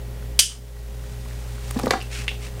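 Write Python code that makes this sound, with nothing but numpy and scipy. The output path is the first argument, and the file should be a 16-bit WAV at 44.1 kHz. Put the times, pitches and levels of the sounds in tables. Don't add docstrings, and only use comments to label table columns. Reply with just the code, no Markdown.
import sys
import numpy as np
from scipy import signal
from scipy.fft import rfft, irfft
from scipy.io import wavfile
from scipy.ndimage import map_coordinates

SR = 44100
rng = np.random.default_rng(int(sys.argv[2]) if len(sys.argv) > 2 else 0)


def volts_from_decibels(level):
    exponent = np.asarray(level, float) / 20
    return 10 ** exponent


def materialize(psi):
    bounded = np.clip(np.atleast_2d(psi).T, -1, 1)
    quanta = np.round(bounded * 32767).astype(np.int16)
    wavfile.write(sys.argv[1], SR, quanta)


N = 114660
T = np.arange(N) / SR


def unit(x):
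    return x / np.sqrt(np.mean(x ** 2) + 1e-20)


def along(points, hz):
    f, value = np.transpose(points)
    return np.interp(np.log(hz + 1), np.log(f + 1), value)


def wobble(rate):
    knots = rng.standard_normal(int(N * 400 / SR) + 4)
    return map_coordinates(knots, [T * rate])


def rush(spectrum, grain_db, rate):
    grainy = rng.standard_normal(N) * volts_from_decibels(grain_db * wobble(rate))
    shaped = rfft(grainy) * volts_from_decibels(along(spectrum, np.fft.rfftfreq(N, 1 / SR)))
    return unit(irfft(shaped, N))


def strike(s, db, favour_hz, modes, fall_db, crack, crack_hz):
    cluster, scatter_db = .02, 2
    rise_cycles = 0.44
    t = np.arange(SR // 8) / SR
    hz, level, t60 = np.repeat(np.transpose(modes), repeats=3, axis=1)[:, :, None]
    detune, scatter = rng.uniform(-1.5, 1.5, (2,) + hz.shape)
    level = level + scatter_db * scatter - fall_db * np.abs(np.log2(hz / favour_hz))
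    partials = volts_from_decibels(level - 60 * t / t60) * np.sin(2 * np.pi * hz * (1 + cluster * detune) * t)
    ring = partials.sum(0)
    band = signal.butter(3, crack_hz, "band", fs=SR, output="sos")
    noise = unit(signal.sosfilt(band, rng.standard_normal(len(t))))
    x = ring / np.abs(ring).max() + crack * volts_from_decibels(-60 * t / 0.021) * noise
    onset = 1 - np.exp(-t * favour_hz / rise_cycles)
    return np.pad(volts_from_decibels(db) * x * onset, (round(s * SR), N))[:N]


def room(x, colour=((1000, 0),), ridges=()):
    # frequency in Hz, decay time t60 in seconds
    decay = [(200, 0.27), (1200, 0.19), (3000, .29), (9000, 0.27), (12000, 0.19), (16000, 0.12)]
    wall_s = 0.0037
    hz, t, z = signal.stft(rng.standard_normal(SR // 2), SR, nperseg=512)
    colour_db = along(colour, hz)
    for centre_hz, half_width_hz, db in ridges:
        colour_db = colour_db + db / (1 + ((hz - centre_hz) / half_width_hz) ** 2)
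    tail_db = colour_db[:, None] - 60 * t / along(decay, hz)[:, None]
    tail = signal.istft(z * volts_from_decibels(tail_db), SR, nperseg=512)[1]
    delayed = np.pad(1. * x, (round(wall_s * SR), 0))
    return signal.fftconvolve(delayed, tail / np.linalg.norm(tail))[:N]


def echo(s, db, colour, ridges=()):
    return volts_from_decibels(db) * room(np.arange(N) == round(s * SR), colour, ridges)


def drone():
    # frequency in Hz, phase in turns
    hum = [(57.14, .9), (59.93, .2), (114.22, .18), (119.87, .64), (239.7, 0), (411.9, .36), (529.5, 0),
           (597, 0), (822, 0), (1915, 0)]
    hum_db = [-30, -60, -47.5, -37, -55.5, -47.5, -53.5, -61, -61, -61]
    # frequency in Hz, room air density in dB per Hz
    air = [(25, -4.5), (70, -9), (180, -5), (300, -14.5), (500, -14), (1200, -24), (2500, -26),
           (15700, -41.5)]
    out = volts_from_decibels(-41.5) * rush(air, grain_db=.7, rate=8)
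    for (hz, turns), db in zip(hum, hum_db):
        level = np.sqrt(2) * volts_from_decibels(db + 1.2 * wobble(7))
        out += level * np.sin(2 * np.pi * (hz * T + turns))
    return out


def sleeve():
    # time in seconds, rustle level of the moving arm in dB
    arm = [(0, -73), (.44, -56), (.52, -37), (.6, -54), (.7, -50), (1, -49.5), (1.4, -47), (1.6, -45.5),
           (1.85, -41), (2.05, -46), (2.3, -48), (2.6, -50.5)]
    # frequency in Hz, cloth noise density in dB
    cloth = [(300, -23), (700, -4), (2000, -5.5), (5000, -7.5), (9500, -9), (10500, -17.5), (15500, -19.5)]
    # start in seconds, length in seconds, peak in dB, spikes a second, share of thin ring
    crackle = [
        (1.709, 0.0036, -12.5, 1300, 0.49),
        (1.79, .003, -14, 1300, 0.11),
        (1.794, .0015, -14, 650, 0.24),
        (1.796, 0.0031, -12, 1035, 0.079),
        (1.858, .004, -13, 1000, 0.062),
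        (2.026, 0.0025, -19, 800, 0.59),
        (1.256, .002, -31, 800, .3),
        (2.597, .003, -21, 760, 0.15),
    ]
    out, t = np.zeros(N + SR), np.arange(128) / SR
    later = np.arange(12) > 0
    for s, length, db, rate, thin in crackle:
        gap, size = rng.random((2, 12))
        on = np.cumsum((.4 + 1.2 * gap) / rate) * later - later * .3 / rate
        pulse = volts_from_decibels(-60 * t / 0.0013) * (1 - thin + thin * np.cos(2 * np.pi * 9000 * t))
        spikes = np.bincount(np.round(on * SR).astype(int), volts_from_decibels(db - 4.2 * size) * (on < length))
        out[round(s * SR):][:len(spikes) + len(t) - 1] -= np.convolve(spikes, pulse)
    arm_db = np.interp(T, *np.transpose(arm)) + 1.2 * wobble(15)
    return out[:N] + volts_from_decibels(arm_db) * rush(cloth, grain_db=1.5, rate=230)


def drag():
    # start, rise, hold and fall in seconds, level in dB
    slides = [
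        (2.097, 0.029, 0.068, 0.073, -34),
        (2.39, 0.044, 0.03, 0.04, -39.5),
        (2, 0.018, 0.014, 0.024, -45),
    ]
    # frequency in Hz, scrape noise density in dB
    scrape = [(600, -12), (1300, -6.5), (2500, 2), (3500, -4.5), (6000, -7), (9000, -9.5), (12000, -20.5),
              (15500, -26)]
    shape = np.zeros(N)
    for s, rise, hold, fall, db in slides:
        shape += volts_from_decibels(db) * np.interp(T, np.cumsum([s, rise, hold, fall]), [0, 1, 1, 0])
    return shape * rush(scrape, grain_db=2, rate=350)


def bench():
    # time in seconds, peak in dB, favoured mode in Hz (higher for a harder contact)
    knock = [(1.7595, -14, 380), (1.761, -28, 1150), (1.7645, -8, 250), (1.768, -22, 1230),
             (1.779, -26, 760), (1.79, -15, 755), (1.797, -11.5, 700), (1.835, -10.5, 480),
             (1.8348, -23, 1150), (1.8385, -8.5, 234), (1.841, -23, 500), (1.859, -18, 1130),
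             (1.869, -2.5, 483), (1.8695, -5.5, 766), (1.8738, -13, 250), (1.885, -18, 500),
             (1.9075, 3, 1930), (1.908, -0.5, 1110), (1.9085, -1.5, 500), (1.9105, -1, 780),
             (1.9116, -8, 1120), (1.919, -10, 1660), (1.924, -15, 500), (1.9355, 1.5, 780),
             (1.937, -12.5, 250), (1.9384, -2, 930), (1.941, -10, 796), (1.959, -19.5, 300),
             (1.96, -25, 760), (1.972, -32, 650), (2.315, -24, 774)]
    # board mode in Hz, level in dB, decay time t60 in seconds
    board = [(250, 0, 0.048), (498, 0.5, 0.042), (608, -0.5, 0.021), (774, 3, 0.026), (930, -3, 0.012),
             (1110, 2.5, 0.023), (1580, -13, 0.023), (1666, -2, .035), (1950, -4.5, 0.027),
             (2252, -10, 0.036), (2600, -8, 0.015), (3330, -5, .006), (4350, 1, 0.0057), (5700, -3, .005)]
    # time in seconds, peak in dB, frequency in Hz
    edge = [
        (1.9076, -2.5, 4350),
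        (1.9083, -10.5, 7350),
        (1.9104, -7.5, 6000),
        (1.92, -27, 4300),
        (1.9368, -19, 5800),
        (2.004, -22.5, 2740),
        (2.011, -25, 2720),
        (2.0076, -23.5, 4830),
        (2.014, -16.5, 2790),
        (2.0223, -23, 2720),
    ]
    # time in seconds, peak in dB, frequency in Hz
    tick = [(.225, -36, 1470), (0.767, -33, 1380), (1.039, -37, 1410), (1.258, -32.5, 1140),
            (1.31, -36, 1600), (1.472, -36.5, 1020), (1.581, -38, 1380), (1.877, -32, 5360),
            (1.879, -26, 3770), (1.834, -29, 4830), (1.775, -33, 4240), (1.884, -35, 4500)]
    knocks, touches = np.zeros(N), np.zeros(N)
    for s, db, hz in knock:
        knocks += strike(s, db, hz, board, fall_db=12.5, crack=0.2, crack_hz=[0.96 * hz, 2.12 * hz])
    for s, db, hz in edge:
        modes = [(hz, 0, 30 / hz), (1.8 * hz, -10, 20 / hz)]
        touches += strike(s, db, hz, modes, fall_db=0, crack=.12, crack_hz=[.6 * hz, 2.2 * hz])
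    for s, db, hz in tick:
        modes = [(hz, 0, 14 / hz)]
        touches += strike(s, db, hz, modes, fall_db=0, crack=0.8, crack_hz=[0.77 * hz, 1.35 * hz])
    return knocks, touches


def steel():
    # time in seconds, peak in dB, favoured frequency in Hz
    snap_hits = [
        (.3904, -24, 2500),
        (0.3911, 4, 2650),
        (0.3915, 2.5, 8500),
        (.3930, 5.5, 4900),
        (0.3944, -1, 3100),
        (0.3947, 6.5, 9800),
        (0.4032, -5, 6000),
        (0.408, 0, 6500),
    ]
    clink_hits = [
        (2.213, -26, 2150),
        (2.2802, -17, 6600),
        (2.2802, -5.5, 2680),
        (2.2817, -17, 2150),
        (2.2827, -13, 2750),
        (2.2915, -15.5, 2750),
        (2.468, -35, 2200),
        (2.595, -35, 3500),
    ]
    # mode in Hz, level in dB, decay time t60 in seconds; the spring, then the heavy part
    spring_modes = [(900, -28, 0.0056), (1550, -7, 0.004), (2200, 0, 0.0057), (2650, 2.5, 0.0078),
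                    (3114, -2, 0.025), (4900, 4.5, .013), (6050, -3, 0.0079), (6700, -12, 0.0092),
                    (8300, 6, 0.009), (9030, -10, 0.0056), (9970, 6, 0.0065), (11500, -12, .005),
                    (12700, -14, 0.0058), (14800, -6, .004)]
    heavy_modes = [(1750, -22, 0.014), (2204, -0.5, 0.035), (2500, 0, .015), (2725, 6, 0.018),
                   (3340, -6.5, 0.02), (4170, -5, 0.0086), (6600, -6, 0.0053), (9450, -1.5, 0.0058)]
    # frequency in Hz, density in dB per Hz
    snap_colour = [(700, -35.5), (1570, -20), (2200, -18.5), (3000, -5.5), (3900, -13), (6000, -5),
                   (9500, -10.5), (15600, -22)]
    clink_colour = [(900, -38), (1720, -15), (2200, -8), (2740, -8), (3400, -6), (4400, -18), (7000, -24),
                    (12000, -34)]
    # centre in Hz, half width in Hz, height in dB
    snap_ridges = [(3110, 120, 6), (4870, 170, 7), (6000, 120, 1.5), (8400, 120, 7.5), (8700, 110, 5),
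                   (9800, 170, 9), (11300, 110, 2)]
    clink_ridges = [(2700, 120, 7.5)]
    snap = sum(strike(*hit, spring_modes, fall_db=7, crack=0.36, crack_hz=[2400, 10200]) for hit in snap_hits)
    clink = sum(strike(*hit, heavy_modes, fall_db=4.5, crack=0.31, crack_hz=[1900, 3600]) for hit in clink_hits)
    snap_wash = echo(.394, 25.5, snap_colour, snap_ridges)
    clink_wash = echo(2.281, 0, clink_colour, clink_ridges)
    return snap + snap_wash + clink + clink_wash


def scene():
    # frequency in Hz, density in dB per Hz
    clack_colour = [(1200, -30), (2200, -6), (3000, -2), (4400, -4), (5600, -4), (7000, -3), (10000, -11),
                    (15600, -28)]
    wood, edges = bench()
    wash = room(volts_from_decibels(-6) * wood + volts_from_decibels(-8.5) * edges)
    wash = wash + echo(1.908, -5, clack_colour)
    return (drone() + sleeve() + drag() + wood + edges + wash + steel())[None]


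def roll_off(x):
    return signal.sosfilt(signal.butter(12, 15780, fs=SR, output="sos"), x)


def record(dry):
    # time in seconds, gain in dB
    gain = [(0, -2), (.391, -2), (.41, -11), (.6, -9.5), (1.05, -3), (1.42, -2.5), (1.55, -1.5),
            (1.76, -0.5), (1.86, -2), (1.96, -5), (2, -4), (2.2, -1.5), (2.35, -1.5), (2.47, -1.5),
            (2.6, -1)]
    hiss_db, hiss_ducks = -51.5, 0.43
    top, top_hz = .98, 15800
    gain_db = np.interp(T, *np.transpose(gain))
    hiss = volts_from_decibels(hiss_db + hiss_ducks * gain_db) * rng.standard_normal(dry.shape)
    clipped = np.clip(dry * volts_from_decibels(gain_db) + hiss, -top, top)
    x = irfft(rfft(clipped) * (np.fft.rfftfreq(N, 1 / SR) < top_hz), N)
    return roll_off(np.clip(x, -1, 1))


dry = scene()
out = record(dry)
materialize(out)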